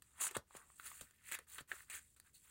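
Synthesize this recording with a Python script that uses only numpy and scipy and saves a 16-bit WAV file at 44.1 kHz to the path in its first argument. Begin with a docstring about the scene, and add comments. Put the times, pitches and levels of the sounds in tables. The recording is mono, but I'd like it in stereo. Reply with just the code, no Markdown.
"""Scrapbook pages of mixed papers, turned by hand close to a stereo microphone in a small quiet room.
Sheets slide over each other with the grainy hiss of fibres catching and slipping. Their edges tick and
flick free, they buckle with hollow pops, and now and then a page flaps down on the stack and pushes
out a puff of air. Behind them: dull nudges of the book, a short room tail and a faint rumble."""
import sys
import numpy as np
from scipy import signal
from scipy.fft import rfft, irfft
from scipy.io import wavfile
from scipy.ndimage import uniform_filter1d

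SR = 44100
rng = np.random.default_rng(int(sys.argv[2]) if len(sys.argv) > 2 else 0)


def generate_wav(sig):
    """Save sig (samples, or channels by samples) to the path in sys.argv[1] as 16-bit PCM at SR."""
    pcm = np.round(np.clip(np.atleast_2d(sig).T, -1, 1) * 32767).astype(np.int16)
    wavfile.write(sys.argv[1], SR, pcm)


N = 110250

# Spectrum of a sheet's body: f/Hz, level/dB
SHEET_BODY = [(60, -47), (250, -15), (450, -17), (850, -10.5), (1300, -3.5), (3500, -5), (5500, -12),
              (12000, -32.5)]


def sliding_sheets(paper):
    """The hand drags sheet over sheet, stroke by stroke."""
    # One table a stroke: t/s, hiss level/dB, body level/dB
    slide_off = [(0.04, -73, -83), (0.15, -72.5, -76), (0.198, -57, -57), (0.216, -32, -44),
                 (0.245, -38, -45.5), (0.281, -42, -60), (0.29, -69, -52.5), (0.341, -66, -66),
                 (0.354, -44.5, -41.5), (0.364, -63, -52.5)]
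    swing_over = [(0.47, -80.5, -86.5), (0.565, -58, -59.5), (0.61, -67, -76.5), (0.66, -72, -77.5),
                  (0.78, -68, -82.5)]
    smooth_down = [(0.78, -63, -83), (0.835, -57.5, -62), (0.865, -46, -57.5), (0.9, -55, -61.5),
                   (0.96, -57, -68), (1.02, -60, -68), (1.045, -62.5, -71.5), (1.14, -81.5, -80.5)]
    lift = [(1.14, -72.5, -79), (1.215, -76, -76), (1.29, -50.5, -57), (1.312, -57, -58),
            (1.317, -48.5, -49.5), (1.352, -44, -50.5), (1.365, -69, -57.5), (1.45, -76.5, -82)]
    lay_over = [(1.468, -71, -72), (1.485, -59, -76), (1.55, -52.5, -62.5), (1.578, -58, -59),
                (1.586, -67, -45), (1.61, -52.5, -62), (1.635, -101, -92)]
    settle = [(1.675, -72, -82), (1.692, -57, -61), (1.755, -56.5, -60.5), (1.835, -61, -70.5),
              (1.85, -71, -85), (1.898, -73, -70)]
    thumb_edge = [(1.899, -45, -52), (1.92, -55.5, -54.5), (1.95, -45.5, -54), (1.992, -56, -58),
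                  (2.003, -66.5, -71.5), (2.15, -73.5, -106.5)]
    regrip = [(2.2, -83, -90), (2.275, -68.5, -69.5), (2.325, -84, -105), (2.348, -59.5, -91),
              (2.4, -69.5, -95), (2.45, -65.5, -75), (2.5, -65.5, -71)]
    slide(paper, slide_off, sheet_hz=990, sheen_db=9.4)
    slide(paper, swing_over, sheet_hz=810, sheen_db=4.5)
    slide(paper, smooth_down, sheet_hz=1480, sheen_db=0)
    slide(paper, lift, sheet_hz=1940, sheen_db=0)
    slide(paper, lay_over, sheet_hz=1360, sheen_db=-1.4)
    slide(paper, settle, sheet_hz=1410, sheen_db=-0.82)
    slide(paper, thumb_edge, sheet_hz=1920, sheen_db=5.3)
    slide(paper, regrip, sheet_hz=1310, sheen_db=1)


def slide(paper, stroke, sheet_hz, sheen_db):
    """Friction hisses at the contact, with a sibilant sheen, and drives the sheet's resonance."""
    # Spectrum of the contact hiss: f/Hz, level/dB
    contact = [(300, -30), (2000, -16.5), (3500, -8.5), (8300, -2.5), (10500, -5), (15500, -9.5)]
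    times, hiss_db, body_db = np.transpose(stroke)
    t = np.arange(times[0], times[-1], 1 / SR)
    hiss = coloured(friction(len(t)), lambda f: read(contact, f) + sheen_db * hump(f, 7750, 0.37))
    body = coloured(friction(len(t)), lambda f: read(SHEET_BODY, f) + 9 * hump(f, sheet_hz, 0.48))
    hiss *= amp(np.interp(t, times, hiss_db))
    body *= amp(np.interp(t, times, body_db))
    add(paper, times[0], hiss + body)


def friction(size):
    """Fibres catch and slip: dense clicks of uneven size over a smooth rub, fluttering in strength."""
    slips_per_s, spread_db, smooth_share, flutter_db = 3000, 2, 0.22, 0.5
    slips = (rng.random(size) < slips_per_s / SR) * rng.choice([-1, 1], size)
    slips = slips * amp(spread_db * np.minimum(rng.exponential(1, size), 4))
    flutter = unit_rms(uniform_filter1d(rng.standard_normal(size), size=200))
    grain = np.sqrt(1 - smooth_share) * unit_rms(slips)
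    smooth = np.sqrt(smooth_share) * rng.standard_normal(size)
    return crinkle(grain + smooth) * amp(flutter_db * flutter)


def crinkle(x, depth_db=3.5):
    """The paper's texture is uneven, so each band flares and fades on its own."""
    bands = signal.stft(x, nperseg=128)[2]
    patches = uniform_filter1d(rng.standard_normal(bands.shape), size=4, axis=0)
    patches = unit_rms(uniform_filter1d(patches, size=3, axis=1))
    return unit_rms(signal.istft(bands * amp(depth_db * patches), nperseg=128)[1][:len(x)])


def ticking_edges(paper):
    """Edges tick as they flick free; the tick at 0.3702 s instead prolongs the crack of the page that lands
    just before it."""
    # t/s, level/dB, decay/s
    edge_ticks = [(0.021, -46.5, 0.0028), (0.267, -33, 0.0065), (0.3102, -40, 0.0033),
                  (0.3702, -33, 0.0016), (0.567, -44, 0.0035), (1.0095, -43, 0.0077),
                  (1.109, -49.5, 0.0014), (1.3148, -31.5, 0.0014), (1.321, -23, 0.0012),
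                  (1.3315, -34, .0015), (1.3422, -48, 0.0014), (1.3476, -32.5, 0.0013),
                  (1.3885, -36, 0.0012), (1.582, -39, 0.002), (1.8988, -45.5, 0.0048), (2.163, -62.5, 0.02),
                  (2.1995, -36.5, 0.00067)]
    for start, db, decay_s in edge_ticks:
        add(paper, start, snap(db, decay_s))


def snap(db, decay_s, rise_s=0.00082):
    """The dry broadband crack of a paper edge."""
    # f/Hz, level/dB
    crack_spectrum = [(100, -19), (450, -9.5), (850, -3.5), (1400, 3.5), (2400, -4.5), (4000, 0.5),
                      (8000, 2), (11000, -2), (15500, -7.5)]
    t = np.arange(SR // 20) / SR
    return amp(db) * noise(crack_spectrum, len(t)) * np.minimum(t / rise_s, 1) * np.exp(-t / decay_s)


def buckling_sheets(paper, rise_s=0.0011, ring_s=0.006):
    """A sheet flips its curve: a dry crease, a few strong cycles, then a short papery ring."""
    # t/s, level/dB, f/Hz
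    buckles = [(0.508, -54, 1022), (0.701, -54, 1150), (0.797, -42, 1374), (0.9155, -45, 1114),
               (1.351, -36, 1760), (1.389, -49, 1310), (1.582, -51.5, 1440), (1.716, -29.5, 1683),
               (1.805, -50, 1710)]
    t = np.arange(SR // 10) / SR
    for start, db, hz in buckles:
        crease = amp(-8.5) * noise(SHEET_BODY, len(t))
        flip = swell(t, rise_s) ** 2 * (np.sin(2 * np.pi * hz * t) + crease)
        ring = coloured(rng.standard_normal(len(t)),
                        lambda f: read(SHEET_BODY, f) + 11 * hump(f, hz, octaves=0.45))
        ring *= amp(-12) * np.minimum(t / rise_s, 1) * np.exp(-t / ring_s)
        add(paper, start, amp(db) * (flip + ring))


def landing_pages(paper):
    """A page slaps the damped stack; the air squeezed out under it flutters and falls in pitch."""
    # t/s, slap level/dB, puff level/dB, puff rise/s, crack level/dB
    landings = [(0.3658, -34, -48.5, 0.0073, -31), (0.5505, -50.5, -66, 0.005, -54),
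                (1.0105, -54, -58, 0.0095, -54), (1.606, -52.5, -59, 0.0057, -48.5)]
    # Modes of the stack: f/Hz, level/dB
    stack_modes = [(420, -8), (580, 0), (1140, -0.5), (1440, -6), (1810, -11.5), (3200, -16)]
    from_hz, to_hz, sag_s, flutter_depth = 270, 62, 0.0091, 0.82
    t = np.arange(SR // 8) / SR
    puff_hz = to_hz + (from_hz - to_hz) * np.exp(-t / sag_s)
    air = np.sin(2 * np.pi * np.cumsum(puff_hz) / SR)
    for start, slap_db, puff_db, puff_s, crack_db in landings:
        stack = sum(amp(db) * np.sin(2 * np.pi * (hz * t + rng.random())) for hz, db in stack_modes)
        flutter = 1 + flutter_depth * unit_rms(uniform_filter1d(rng.standard_normal(len(t)), size=120))
        add(paper, start, amp(slap_db) * swell(t, peak_s=0.001) * stack)
        add(paper, start, amp(puff_db) * swell(t, puff_s) * flutter * air)
        add(paper, start + 0.001, snap(crack_db, decay_s=0.0035))


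def narrow_bands(paper, half_width_hz=396):
    """Soft narrow bands of noise: two faint rubs and a thin high hiss."""
    # t/s, length/s, level/dB, f/Hz
    soft_bands = [(0.555, 0.14, -64, 1300), (0.66, 0.22, -71.5, 8340), (2.338, 0.068, -64.5, 4210)]
    for start, length_s, db, hz in soft_bands:
        t = np.arange(0, length_s, 1 / SR)
        band = coloured(friction(len(t)), lambda f: -20 * np.log10(1 + ((f - hz) / half_width_hz) ** 2))
        envelope = np.sin(np.pi * np.sqrt(t / length_s)) ** 2
        add(paper, start, amp(db) * envelope * band)


def nudged_book(paper):
    """The bound book answers a buckling or snapping sheet with a dull, hollow knock."""
    # t/s, level/dB
    nudges = [(0.308, -63), (1.389, -64.5), (1.725, -66)]
    t = np.arange(SR // 6) / SR
    for start, db in nudges:
        hollow = coloured(rng.standard_normal(len(t)), lambda f: 60 * hump(f, hz=420, octaves=1.6))
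        add(paper, start, amp(db) * hollow * swell(t, peak_s=0.0069))


def close_microphone(x):
    """At close range the sound reaches the microphone's two ports with different delay and strength."""
    # f/Hz, lead of the left port/rad
    port_phase = [(0, 0), (1000, -1.2), (1650, .5), (3300, 1.5), (5400, 3.14), (8000, 5.9), (9000, 6.4),
                  (11700, 9.42), (14500, 12.4), (16500, 12.6)]
    # f/Hz, left minus right level/dB
    port_balance = [(300, -4), (650, 1.5), (1300, -8), (2400, -7), (5000, -2)]
    hz = np.fft.rfftfreq(N, 1 / SR)
    left_gain = amp(read(port_balance, hz))
    right_lag = np.exp(-1j * np.interp(hz, *np.transpose(port_phase)))
    equal_power = np.sqrt(2 / (1 + left_gain ** 2))
    return irfft(rfft(x) * np.array([left_gain, right_lag]) * equal_power, N)


def small_room(x):
    """Quick reflections from desk and hands, then the short tail of the room."""
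    # f/Hz, time to fall by 60 dB/s
    reverb_times = [(100, 0.15), (1500, 0.14), (9000, 0.088)]
    tail_db, desk_db, desk_s = -11, -12.5, 0.002
    size = SR // 3
    t = np.arange(size) / SR
    hz, times, bands = signal.stft(rng.standard_normal((2, size)), SR, nperseg=256)
    bands *= amp(-60 * times / read(reverb_times, hz)[:, None])
    tail = signal.istft(bands, SR, nperseg=256)[1][:, :size] * np.minimum(t / 0.0018, 1)
    desk = rng.standard_normal((2, size)) * np.exp(-t / desk_s) * np.minimum(t / 0.00011, 1)
    echo = amp(tail_db) * tail / np.linalg.norm(tail[0]) + amp(desk_db) * desk / np.linalg.norm(desk[0])
    return signal.fftconvolve(x[None], echo, axes=1)[:, :N]


def room_tone(level_db=-73.5, coherence=0.13):
    """Low rumble and faint hiss of the room, mostly different in the two channels."""
    # f/Hz, level/dB
    tone_spectrum = [(20, -14), (75, 2.5), (130, -8.5), (250, -14), (700, -28.5), (8000, -30.5),
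                     (16000, -30.5)]
    shared = np.sqrt(coherence) * noise(tone_spectrum, N)
    separate = np.sqrt(1 - coherence) * np.array([noise(tone_spectrum, N) for _ in range(2)])
    return amp(level_db) * (shared + separate)


def amp(db):
    """Decibels to gain."""
    return 10 ** (np.asarray(db) / 20)


def unit_rms(x):
    """Scales to an rms of 1."""
    return x / np.sqrt(np.mean(x ** 2) + 1e-20)


def read(points, hz):
    """Reads a table on a log-frequency axis."""
    f, value = np.transpose(points)
    return np.interp(np.log(hz + 1), np.log(f + 1), value)


def add(mix, start_s, sound):
    """Mixes a sound in at a time."""
    part = mix[max(round(start_s * SR), 0):][:len(sound)]
    part += sound[:len(part)]


def coloured(x, db_at):
    """Filters x by a function from Hz to dB; rms 1."""
    return unit_rms(irfft(rfft(x) * amp(db_at(np.fft.rfftfreq(len(x), 1 / SR))), len(x)))


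def noise(spectrum, size):
    """Noise with a given spectrum."""
    return coloured(rng.standard_normal(size), lambda f: read(spectrum, f))


def hump(f, hz, octaves):
    """A bell of height 1 around hz."""
    return np.exp(-.5 * (np.log2((f + 1) / hz) / octaves) ** 2)


def swell(t, peak_s):
    """Rises to 1 at peak_s and dies away."""
    return t / peak_s * np.exp(1 - t / peak_s)


def scene():
    """The scrapbook heard close up and off the walls, over room tone."""
    paper = np.zeros(N)
    sliding_sheets(paper)
    ticking_edges(paper)
    buckling_sheets(paper)
    nudged_book(paper)
    narrow_bands(paper)
    landing_pages(paper)
    return close_microphone(paper) + small_room(paper) + room_tone()


def record(dry, edge_hz=16100):
    """The recorder's band limit."""
    low_pass = signal.firwin(511, edge_hz, window=("kaiser", 9), fs=SR)
    return signal.oaconvolve(dry, low_pass[None], "same")


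dry = scene()
out = record(dry)
generate_wav(out)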